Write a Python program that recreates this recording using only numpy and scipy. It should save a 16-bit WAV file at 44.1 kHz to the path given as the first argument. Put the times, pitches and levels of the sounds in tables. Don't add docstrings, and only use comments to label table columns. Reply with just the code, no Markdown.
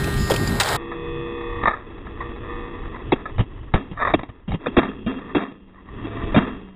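import sys
import numpy as np
from scipy import signal
from scipy.fft import rfft, irfft, next_fast_len
from scipy.io import wavfile
from scipy.ndimage import uniform_filter1d, map_coordinates

SR = 44100
rng = np.random.default_rng(int(sys.argv[2]) if len(sys.argv) > 2 else 0)


def convert_level_to_amplitude(level_db):
    exponent = np.asarray(level_db, float) / 20
    return 10 ** exponent


def dump_mix(stems):
    frames = np.atleast_2d(stems).T
    limited = np.clip(frames, -1, 1)
    pcm = np.round(limited * 32767).astype(np.int16)
    wavfile.write(sys.argv[1], SR, pcm)


N = 298020
SLOW_START_S = .766
CROSSFADE_S = .003

FAST_BLOWS = [
    (0.075, -12, 417, -24),
    (0.3, -9.5, 795, -11),
    (0.305, -4, 460, -21),
    (0.316, -4.5, 400, -21),
    (0.339, -8.5, 428, -13),
    (0.52, -25, 424, -12.5),
]
FAST_TICKS = [
    (0.0423, -24, 2600, 1),
    (0.3127, -11, 3280, -18),
    (0.3613, -15, 3190, -6.5),
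    (0.449, -32, 4570, 0),
    (0.4745, -14, 4850, -10),
    (0.6, -5, 3990, 0),
    (0.608, -9, 2600, -3),
    (0.6335, -14, 4900, -3),
    (0.687, -15, 4900, -3),
]
HEAVY_BLOWS = [
    (3.1235, -6.5, 290, -14),
    (4.137, -7, 299, -19),
    (6.344, -15.5, 603, -10),
]
LONG_BLOWS = [
    (5.349, -15, 291.7, -8.5),
    (4.77, -3, 290, -8),
    (6.363, -4, 210, -13),
]
THUMPS = [
    (3.382, -11.5, 81, -19.5),
    (3.393, -4, 103, -21),
    (3.7385, -2.5, 71.8, -27),
    (4.192, -24, 79, -11),
    (4.29, -30, 97, -11.5),
]
JOLTS = [
    (1.63, -18, 45, -29),
    (4.14, -17, 47, -13.5),
    (4.501, -21, 41.4, -33),
    (4.771, -12, 57, -29),
    (6.345, -17, 110, -22),
    (4.52, -19, 70, -25),
]
KNOCKS = [
    (1.636, -21, 295, -4),
    (3.744, -5, 200.4, -6.5),
    (3.757, -17.5, 229, -6),
    (3.913, -19, 189.3, -24),
    (4.54, -8.5, 167.5, -19.5),
    (4.672, -20, 393, -6),
    (4.0, -19.5, 643, -9.5),
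    (4.232, -26.5, 299, -5.5),
]
SHOVES = [
    (4.479, -17.5, 182.5, -23),
    (4.517, -20, 203.4, -19),
    (5.063, -12.5, 239, -19.5),
    (5.414, -25.5, 244.3, -0.5),
    (5.502, -29, 231, -29),
    (6.039, -22.5, 276.4, -15),
]
CLINKS = [(0.916, -23.5, 1258, -5), (1.676, -3.5, 1237, -11), (3.255, -17.5, 1282, -11.5),
          (1.709, -24, 1210, 2.5), (1.735, -16.5, 1240, -14), (4.013, -12, 1150, -10),
          (4.021, -12.5, 1220, -8), (4.027, -14, 1250, -10.5), (4.05, -12, 1080, -6.5),
          (4.072, -13.5, 1120, -3), (4.087, -22, 1200, -4.5), (4.1, -23, 1155, -1), (4.113, -24, 1150, -7),
          (4.208, -32.5, 1020, -12)]
RINGS = [
    (1.673, -9, 895, -4.5),
    (2.068, -31, 1255, -3),
    (2.205, -16.5, 1106, -21),
    (2.218, -22, 1080, -15),
    (2.852, -30, 1268, -7),
    (3.972, -21, 1170, -13),
    (4.029, -31.5, 1170, -28),
    (5.194, -45, 1070, -19),
]
SHORT_STRIKES = [(1.627, -20, 1250, -10), (1.636, -9, 1200, -8), (1.6565, 1, 1162, -12.5), (1.663, -4, 1200, -15),
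                 (4.193, -22, 800, -2), (4.831, -11, 283.6, -7.5), (3.1205, 1, 853, -25), (3.1325, -2, 410, -24),
                 (3.16, -28, 500, -6), (3.383, -17, 700, -5), (3.739, -7, 757, -6), (4.139, 7.5, 724, -14.5),
                 (4.233, -24.5, 770, -1), (4.519, -16, 807, -12), (4.767, -12, 500, -6), (4.8325, -15, 900, -6),
                 (5.07, -29, 750, 1), (5.351, -19, 924, -10), (5.744, -44, 560, 0), (4.6605, -10, 1345, -9.5),
                 (4.667, -5, 530, -15), (4.777, -5, 1400, -6), (4.784, -6, 1350, -6), (4.819, -21, 1350, -11),
                 (3.7475, -9, 1330, -6), (3.757, -24, 1210, -9), (3.767, -22, 1190, -14), (3.776, -20, 1320, -4),
                 (6.3625, -7, 1356, -4), (6.381, -5, 1290, -7.5)]

FAST_GRIND = [
    (0.6, -13.5, .002, .003, 0.12),
    (0.63, -26.5, 0.026, .12, .1),
]
STEEL_SCRAPES = [(1.69, -31, 0.0044, 0.043, 0.35), (3.14, -40, .005, .05, .2), (3.775, -37, .005, .03, .2),
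                 (3.975, -24, 0.023, 0.025, 0.093), (4.045, -26, 0.0032, 0.063, .1),
                 (4.797, -28, .004, 0.047, 0.36), (5.07, -32.5, .005, 0.033, 0.33),
                 (5.17, -39.5, 0.019, .005, 0.11), (5.37, -25.5, 0.0094, 0.0079, 0.35),
                 (6.376, -21.5, 0.0055, 0.0035, 0.071), (6.39, -27, .01, 0.0055, 0.51)]
SHIELD_SHUDDERS = [
    (3.76, -26.5, 0.0041, .005, 0.34),
    (4.675, -22, 0.0047, 0.006, 0.11),
    (4.795, -18.5, 0.0034, .002, 0.063),
    (4.81, -26, .01, 0.0046, 0.88),
    (5.07, -29, 0.0077, 0.025, 0.92),
    (5.367, -24, 0.0032, 0.0092, 0.49),
    (6.395, -27, .005, 0.071, 0.51),
]
MAIL_SHAKES = [
    (2.92, -40, .02, .03, .15),
    (5.2, -42, .03, .09, .15),
    (5.4, -36, .01, .03, .2),
    (5.745, -50, .01, .04, .3),
    (5.87, -45, .02, .12, .3),
    (6.03, -43, .01, .02, .15),
    (6.14, -39, .03, .13, .2),
    (6.42, -42, .02, .06, .2),
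]
AIR_PUFFS = [
    (1.47, -28.5, 0.044, 0.07, 0.32),
    (3.0, -28.5, 0.052, .05, 0.31),
    (3.29, -31.5, 0.035, 0.045, .2),
]

STEEL_MODES = [(671, 200, -1.5), (1080, 480, -3), (1235, 210, 0.5)]
SHAFT_MODES = [(900, 390, 4.5), (1406, 440, 3.5), (1860, 300, -5.5), (3320, 700, -1.5), (3770, 310, -4.5),
               (4800, 190, -13.5)]
SHIELD_MODES = [(209, 27, 1.5), (262, 26, 4.5), (373, 36, -8)]
MAIL_MODES = [(1060, 70, 0), (1170, 60, 0)]

SWING_TONE = [(0.85, 172.8, -57), (0.952, 167.8, -40.5), (1.212, 146.6, -36), (1.304, 133.6, -46),
              (1.378, 125, -68), (1.4, 133, -52)]
LAST_SWING_TONE = [(5.92, 95.5, -45), (6.002, 106, -39), (6.24, 107, -34), (6.29, 97.5, -41.5),
                   (6.33, 98.5, -44)]
PLATE_SONG = [(6.05, 662, -49), (6.074, 678, -45.5), (6.33, 680, -45)]
FAR_DRONE = [(5.5, 190.9, -50.5), (5.95, 189.3, -50.5), (6.3, 189.4, -47), (6.5, 192.5, -42),
             (6.76, 190.4, -43)]

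# (time [s], level [dB], high overtones over low as the head faces it [dB])
BUZZ_FAST = [(0.0, -33.5, -12.5), (0.144, -33.5, -23), (0.2, -36.5, -2.5), (0.49, -34.5, -6),
             (0.525, -35, -16), (0.56, -36, -6), (0.62, -37.5, -9), (0.8, -32, -12)]
BUZZ_SLOWED = [(0.73, -41.5, -4.5), (1.22, -34.5, -11), (1.6, -37.5, -2), (1.9, -46.5, -6.5),
               (2.15, -47, -5), (2.25, -38.5, -2.5), (2.4, -45.5, -15.5), (2.5, -39.5, -0.5),
               (3.05, -53.5, -4)]
# (time [s], rate [Hz])
PULSE_FAST = [(0, 133.3), (.25, 133), (.765, 132.6)]
PULSE_SLOWED = [(.77, 33.92), (1.65, 33.88), (1.95, 34.1), (3.05, 34.15)]
# (pitch [Hz], level [dB])
OVERTONES_FAST = [(398.4, -39), (796.7, -51), (1195, -42), (1330, -46.5), (1464, -47.5), (1599, -42.5),
                  (1728, -50.5), (1863, -35.5), (2132, -49.5), (2196, -56), (2659, -52), (2929, -59.5),
                  (3192, -54), (3456, -60.5), (3596, -52), (3720, -51), (3989, -47.5), (4129, -51.5),
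                  (4387, -56.5), (4522, -51), (4657, -61), (5050, -46.5), (5329, -66.5), (5582, -67)]
OVERTONES_SLOWED = [(269.2, -53.5), (339.1, -34.5), (403.7, -42), (441.4, -59), (473.7, -34.5),
                    (543.7, -57.5), (576.0, -63), (608.3, -64), (678.3, -81), (780.6, -55.5), (812.9, -68),
                    (845.2, -72), (915.2, -51.5), (947.5, -65.5), (985.1, -56), (1017, -47.5), (1050, -55),
                    (1120, -46), (1152, -44.5), (1184, -50), (1222, -47)]
# (time [s], share [0-1])
PULSE_BLUR = [(0, 0.95), (1.28, 0.97), (1.4, 0.52), (1.7, 0.4), (2.0, 1), (6.76, 1)]

# (time [s], wind on the microphone [dB], effort of the fighters [dB])
MOTION_FAST = [(0.0, -21, -35.5), (0.1, -21, -37.5), (0.26, -26.5, -40), (0.3, -23, -32),
               (0.49, -22, -36.5), (0.52, -22.5, -34.5), (0.69, -28, -25.5), (0.8, -29, -23.5)]
MOTION_SLOWED = [(0.73, -35.5, -40), (1.23, -33, -40), (1.55, -34.5, -39.5), (1.92, -28.5, -34.5),
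                 (2.2, -32, -38), (2.8, -35.5, -38), (3.25, -40, -38.5), (3.5, -30.5, -41.5),
                 (3.95, -36, -44.5), (4.14, -29.5, -31.5), (4.5, -40.5, -52.5), (4.66, -38, -34),
                 (4.95, -30.5, -39.5), (5.3, -41.5, -38.5), (5.68, -41, -47), (5.86, -40, -43),
                 (5.92, -35, -39), (6.06, -33, -32.5), (6.5, -29.5, -30), (6.76, -46, -50)]
WIND_FAST = [(12, -40.5), (30, -5.5), (60, -3.5), (100, -1.5), (160, -6), (270, -12.5), (400, -17.5),
             (600, -48.5)]
WIND_SLOWED = [(8, -18.5), (22, 1), (60, -4.5), (130, -9.5), (200, -33.5), (400, -66)]
CLOTH_FAST = [(200, -31.5), (430, -3.5), (700, -3), (1100, -4.5), (1800, -16.5), (2300, -15), (3600, -46)]
CLOTH_SLOWED = [(60, -43), (140, -7), (230, 1.5), (330, 2), (470, -2.5), (560, -33), (900, -53)]
RUSTLE_FAST = [(1000, -31), (2100, -3), (3200, -3), (4200, -4.5), (5000, -13), (5600, -3), (6000, -2),
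               (7200, -28)]
RUSTLE_SLOWED = [(250, -27.5), (520, -6), (800, -8), (1050, -3), (1250, -3), (1400, -5), (1500, -7),
                 (1800, -24.5)]

# (time [s], depth [dB])
GAIN_DUCKS = [(1.699, 9), (3.13, 2), (3.41, 3.5), (3.76, 1), (4.2, 8.5), (4.8, 11.5), (5.4, 14), (6.419, 7)]
# (time [s], level [dB])
FAINT_SNAPS = [(1.659, -47), (3.124, -35), (3.7395, -40), (4.1397, -28), (4.67, -43), (4.7745, -29),
               (4.833, -51), (5.357, -50)]


def unit(x):
    return x / np.sqrt(np.mean(x ** 2) + 1e-20)


def curves(rows):
    s, *columns = np.transpose(rows)
    t = np.arange(N) / SR
    return [np.interp(t, s, column) for column in columns], (t >= s[0]) & (t <= s[-1])


def wobble(rate):
    coarse = np.linspace(0, N, num=N // 32)
    knots = rng.standard_normal(int(N * rate / SR) + 4)
    return np.interp(np.arange(N), coarse, map_coordinates(knots, [coarse * rate / SR]))


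def filtered(x, response):
    m = next_fast_len(len(x) + 8192)
    return irfft(rfft(x, m) * response(np.fft.rfftfreq(m, 1 / SR)), m)[:len(x)]


def levelled(x, seconds, share):
    width = int(seconds * SR)
    swell = np.abs(uniform_filter1d(uniform_filter1d(x ** 2, size=width), size=width))
    return unit(x / (swell + 1e-20) ** (np.clip(share, 0, 1) / 2))


def strokes(rows):
    t = np.arange(N) / SR
    total = 0
    for s, db, rise, hold, t60 in rows:
        decay_db = 60 * np.maximum(t - s - rise - hold, 0) / t60
        total = total + convert_level_to_amplitude(db - decay_db) * np.clip((t - s) / rise, 0, 1) ** 2
    return total


def plates(x, modes, speed, flat):
    def response(f):
        total = flat
        for centre, width, db in modes:
            damping = 1j * f * width * speed
            total = total + convert_level_to_amplitude(db) * damping / ((centre * speed) ** 2 - f * f + damping)
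        return total
    return filtered(x, response)


def lasting(rows, contact_s, t60_s):
    return [row + (contact_s, t60_s) for row in rows]


def blows(rows, speed, drive_db, crack):
    body, rattle = np.zeros(N + SR), np.zeros(N + SR)
    t = np.arange(SR // 4) / SR
    onset = 1 - np.exp(-t * speed / 0.0017)
    burst = 1 + crack * np.exp(-t * speed / 0.0013)
    for s, db, hz, rattle_db, contact, t60 in rows:
        slip, shake = rng.standard_normal((2, len(t)))
        shape = convert_level_to_amplitude(db + drive_db - 60 * np.maximum(t - contact, 0) / max(t60, .005))
        drift = 0.93 * unit(uniform_filter1d(slip, size=SR // 100 // speed))
        turn = 2 * np.pi * hz * t
        ring = np.sin(turn + drift) + 0.33 * np.sin(turn + 2.4 * drift)
        start = round(s * SR)
        body[start:][:len(t)] += shape * onset * ring / 1.15
        rattle[start:][:len(t)] += shape * convert_level_to_amplitude(rattle_db) * burst * shake
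    return body[:N] + 2.35 / np.sqrt(speed) * plates(rattle[:N], STEEL_MODES, speed, flat=0.69)


def scrape(spans, modes, lo_hz, hi_hz, clump_db, rate, flat):
    slips = rng.standard_normal(N) * convert_level_to_amplitude(clump_db * wobble(rate) + 2.9 * wobble(6 * rate))
    ringing = plates(slips, modes, 0.99, flat)
    band = filtered(ringing, lambda hz: 1 / (1 + (lo_hz / (hz + 1)) ** 4) * (hz < hi_hz))
    return strokes(spans) * levelled(band, seconds=2.6 / rate, share=0.47)


def swing(rows):
    (hz, db), on = curves(rows)
    on = uniform_filter1d(on * 1., size=SR // 30)
    level = convert_level_to_amplitude(db + 2.0 + 1.2 * wobble(8.3))
    return on * level * np.sin(2 * np.pi * np.cumsum(hz) / SR + 0.71 * wobble(18.3))


def buzz(rows, pulse, tones, order):
    (low_db, facing_db), on = curves(rows)
    rate = curves(pulse)[0][0] * (1 + .0006 * wobble(5))
    turn = 2 * np.pi * np.cumsum(rate) / SR
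    blur = curves(PULSE_BLUR)[0][0]
    base_hz = pulse[0][1]
    low = [row for row in tones if row[0] < order * base_hz]
    high = [row for row in tones if row[0] >= order * base_hz]
    x = 0
    for level_db, group in ((low_db, low), (low_db + facing_db, high)):
        top = max(db for _, db in group)
        for hz, db in group:
            k = round(hz / base_hz)
            late = blur * np.angle(np.exp(1j * np.pi * k * k / 3))
            late = late + rng.uniform(0, 2 * np.pi) * (k < order)
            x = x + convert_level_to_amplitude(level_db + db - top + 1.5 * wobble(5.56)) * np.sin(k * turn + late)
    return on * np.sqrt(2) * x


def rush(spectrum, lumpy_db, rate):
    f, db = np.transpose(spectrum)
    x = filtered(rng.standard_normal(N), lambda hz: convert_level_to_amplitude(np.interp(np.log(hz + 1), np.log(f), db)))
    return unit(levelled(x, seconds=0.7 / rate, share=0.64) * convert_level_to_amplitude(lumpy_db * wobble(rate)))


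def background(rows, wind, cloth, rustle, speed, over_db, grows):
    (wind_db, cloth_db), on = curves(rows)
    middle_db = -38
    rustle_db = middle_db + over_db + grows * (cloth_db - middle_db)
    x = convert_level_to_amplitude(wind_db) * rush(wind, lumpy_db=3.0, rate=9 * speed)
    x = x + convert_level_to_amplitude(cloth_db) * rush(cloth, lumpy_db=1.5, rate=45 * speed)
    x = x + convert_level_to_amplitude(rustle_db) * rush(rustle, lumpy_db=2.5, rate=60 * speed)
    return on * x


def ducking():
    attack_s, recover_s = 0.016, 0.47
    s, depth_db = np.transpose(GAIN_DUCKS)
    late = np.maximum(np.arange(N) / SR - s[:, None], 0)
    return convert_level_to_amplitude(-depth_db @ ((1 - np.exp(-late / attack_s)) * np.exp(-(late / recover_s) ** 2)))


def full_speed():
    hits = lasting(FAST_BLOWS, 0.0041, 0.057) + lasting(FAST_TICKS, 0.001893, 0.035)
    x = blows(hits, 4, drive_db=-7.0, crack=1.0)
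    x = x + scrape(FAST_GRIND, SHAFT_MODES, 400, 7300, clump_db=0.5, rate=150, flat=0.17)
    x = x + buzz(BUZZ_FAST, PULSE_FAST, OVERTONES_FAST, order=33)
    return x + background(MOTION_FAST, WIND_FAST, CLOTH_FAST, RUSTLE_FAST, 2.9, over_db=-1.5, grows=-.3)


def slow_motion():
    heavy = lasting(HEAVY_BLOWS, 0.01, 0.033) + lasting(LONG_BLOWS, 0.023, 0.032)
    deep = lasting(THUMPS, 0.0047, 0.088) + lasting(JOLTS, 0.013, 0.043)
    small = lasting(KNOCKS, 0.0029, 0.077) + lasting(SHOVES, 0.019, 0.058)
    small = small + lasting(CLINKS, 0.007, 0.05) + lasting(RINGS, 0.0052, 0.054) + lasting(SHORT_STRIKES, 0.0027, 0.016)
    x = blows(heavy, 1, drive_db=2.5, crack=0.51)
    x = x + blows(deep, 1, drive_db=0.1, crack=1.1)
    x = x + blows(small, 1, drive_db=-3.5, crack=0.48)
    x = x + scrape(STEEL_SCRAPES, STEEL_MODES, 480, 2100, clump_db=-1.0, rate=140, flat=0.1)
    x = x + scrape(SHIELD_SHUDDERS, SHIELD_MODES, 130, 520, clump_db=2.0, rate=70, flat=0.069)
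    x = x + scrape(MAIL_SHAKES, MAIL_MODES, 600, 1900, clump_db=2.5, rate=40, flat=0.06)
    x = x + sum(map(swing, (SWING_TONE, LAST_SWING_TONE, PLATE_SONG, FAR_DRONE)))
    x = x + strokes(AIR_PUFFS) * rush(WIND_SLOWED, lumpy_db=4.0, rate=8.92)
    around = buzz(BUZZ_SLOWED, PULSE_SLOWED, OVERTONES_SLOWED, order=22)
    around = around + background(MOTION_SLOWED, WIND_SLOWED, CLOTH_SLOWED, RUSTLE_SLOWED, 0.94, over_db=-3, grows=.9)
    return x + ducking() * around


def scene():
    return np.where(np.arange(N) < SLOW_START_S * SR, full_speed(), slow_motion())[None]


def held(x, rate, top):
    clip_level = .41
    x = filtered(x, lambda hz: 1 / (1 + (hz / (0.48 * rate)) ** 18))
    span = int(np.ceil(N / SR))
    samples = map_coordinates(x, [np.arange(span * rate) * SR / rate])
    samples = samples / (1 + np.abs(samples / clip_level) ** 12) ** (1 / 12)
    mirror = 1 + 2 * np.cos(2 * np.pi * rate * np.arange(N) / SR)
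    x = signal.resample(samples, span * SR)[:N] * mirror
    return filtered(x, lambda hz: np.sinc(hz / rate) / (1 + (hz / top) ** 160))


def snaps():
    s, db = np.transpose(FAINT_SNAPS)
    ticks = np.bincount((s * SR).astype(int), convert_level_to_amplitude(db), minlength=N)
    return 20 * filtered(ticks, lambda hz: np.exp(-hz / 1500))


def band_limit(x):
    return signal.sosfilt(signal.butter(12, 16340, fs=SR, output="sos"), x)


def record(dry):
    t = np.arange(N) / SR
    slowed = np.arange(N) >= SLOW_START_S * SR
    fade = np.sin(np.pi / 2 * np.clip((SLOW_START_S - t) / CROSSFADE_S + .5, 0, 1)) ** 2
    quick = fade * held(dry[0], 12000, 15350)
    slow = held(dry[0] * slowed, 3000, 3850)
    mix = quick + slow + snaps()
    return band_limit(mix[None])


dry = scene()
out = record(dry)
dump_mix(out)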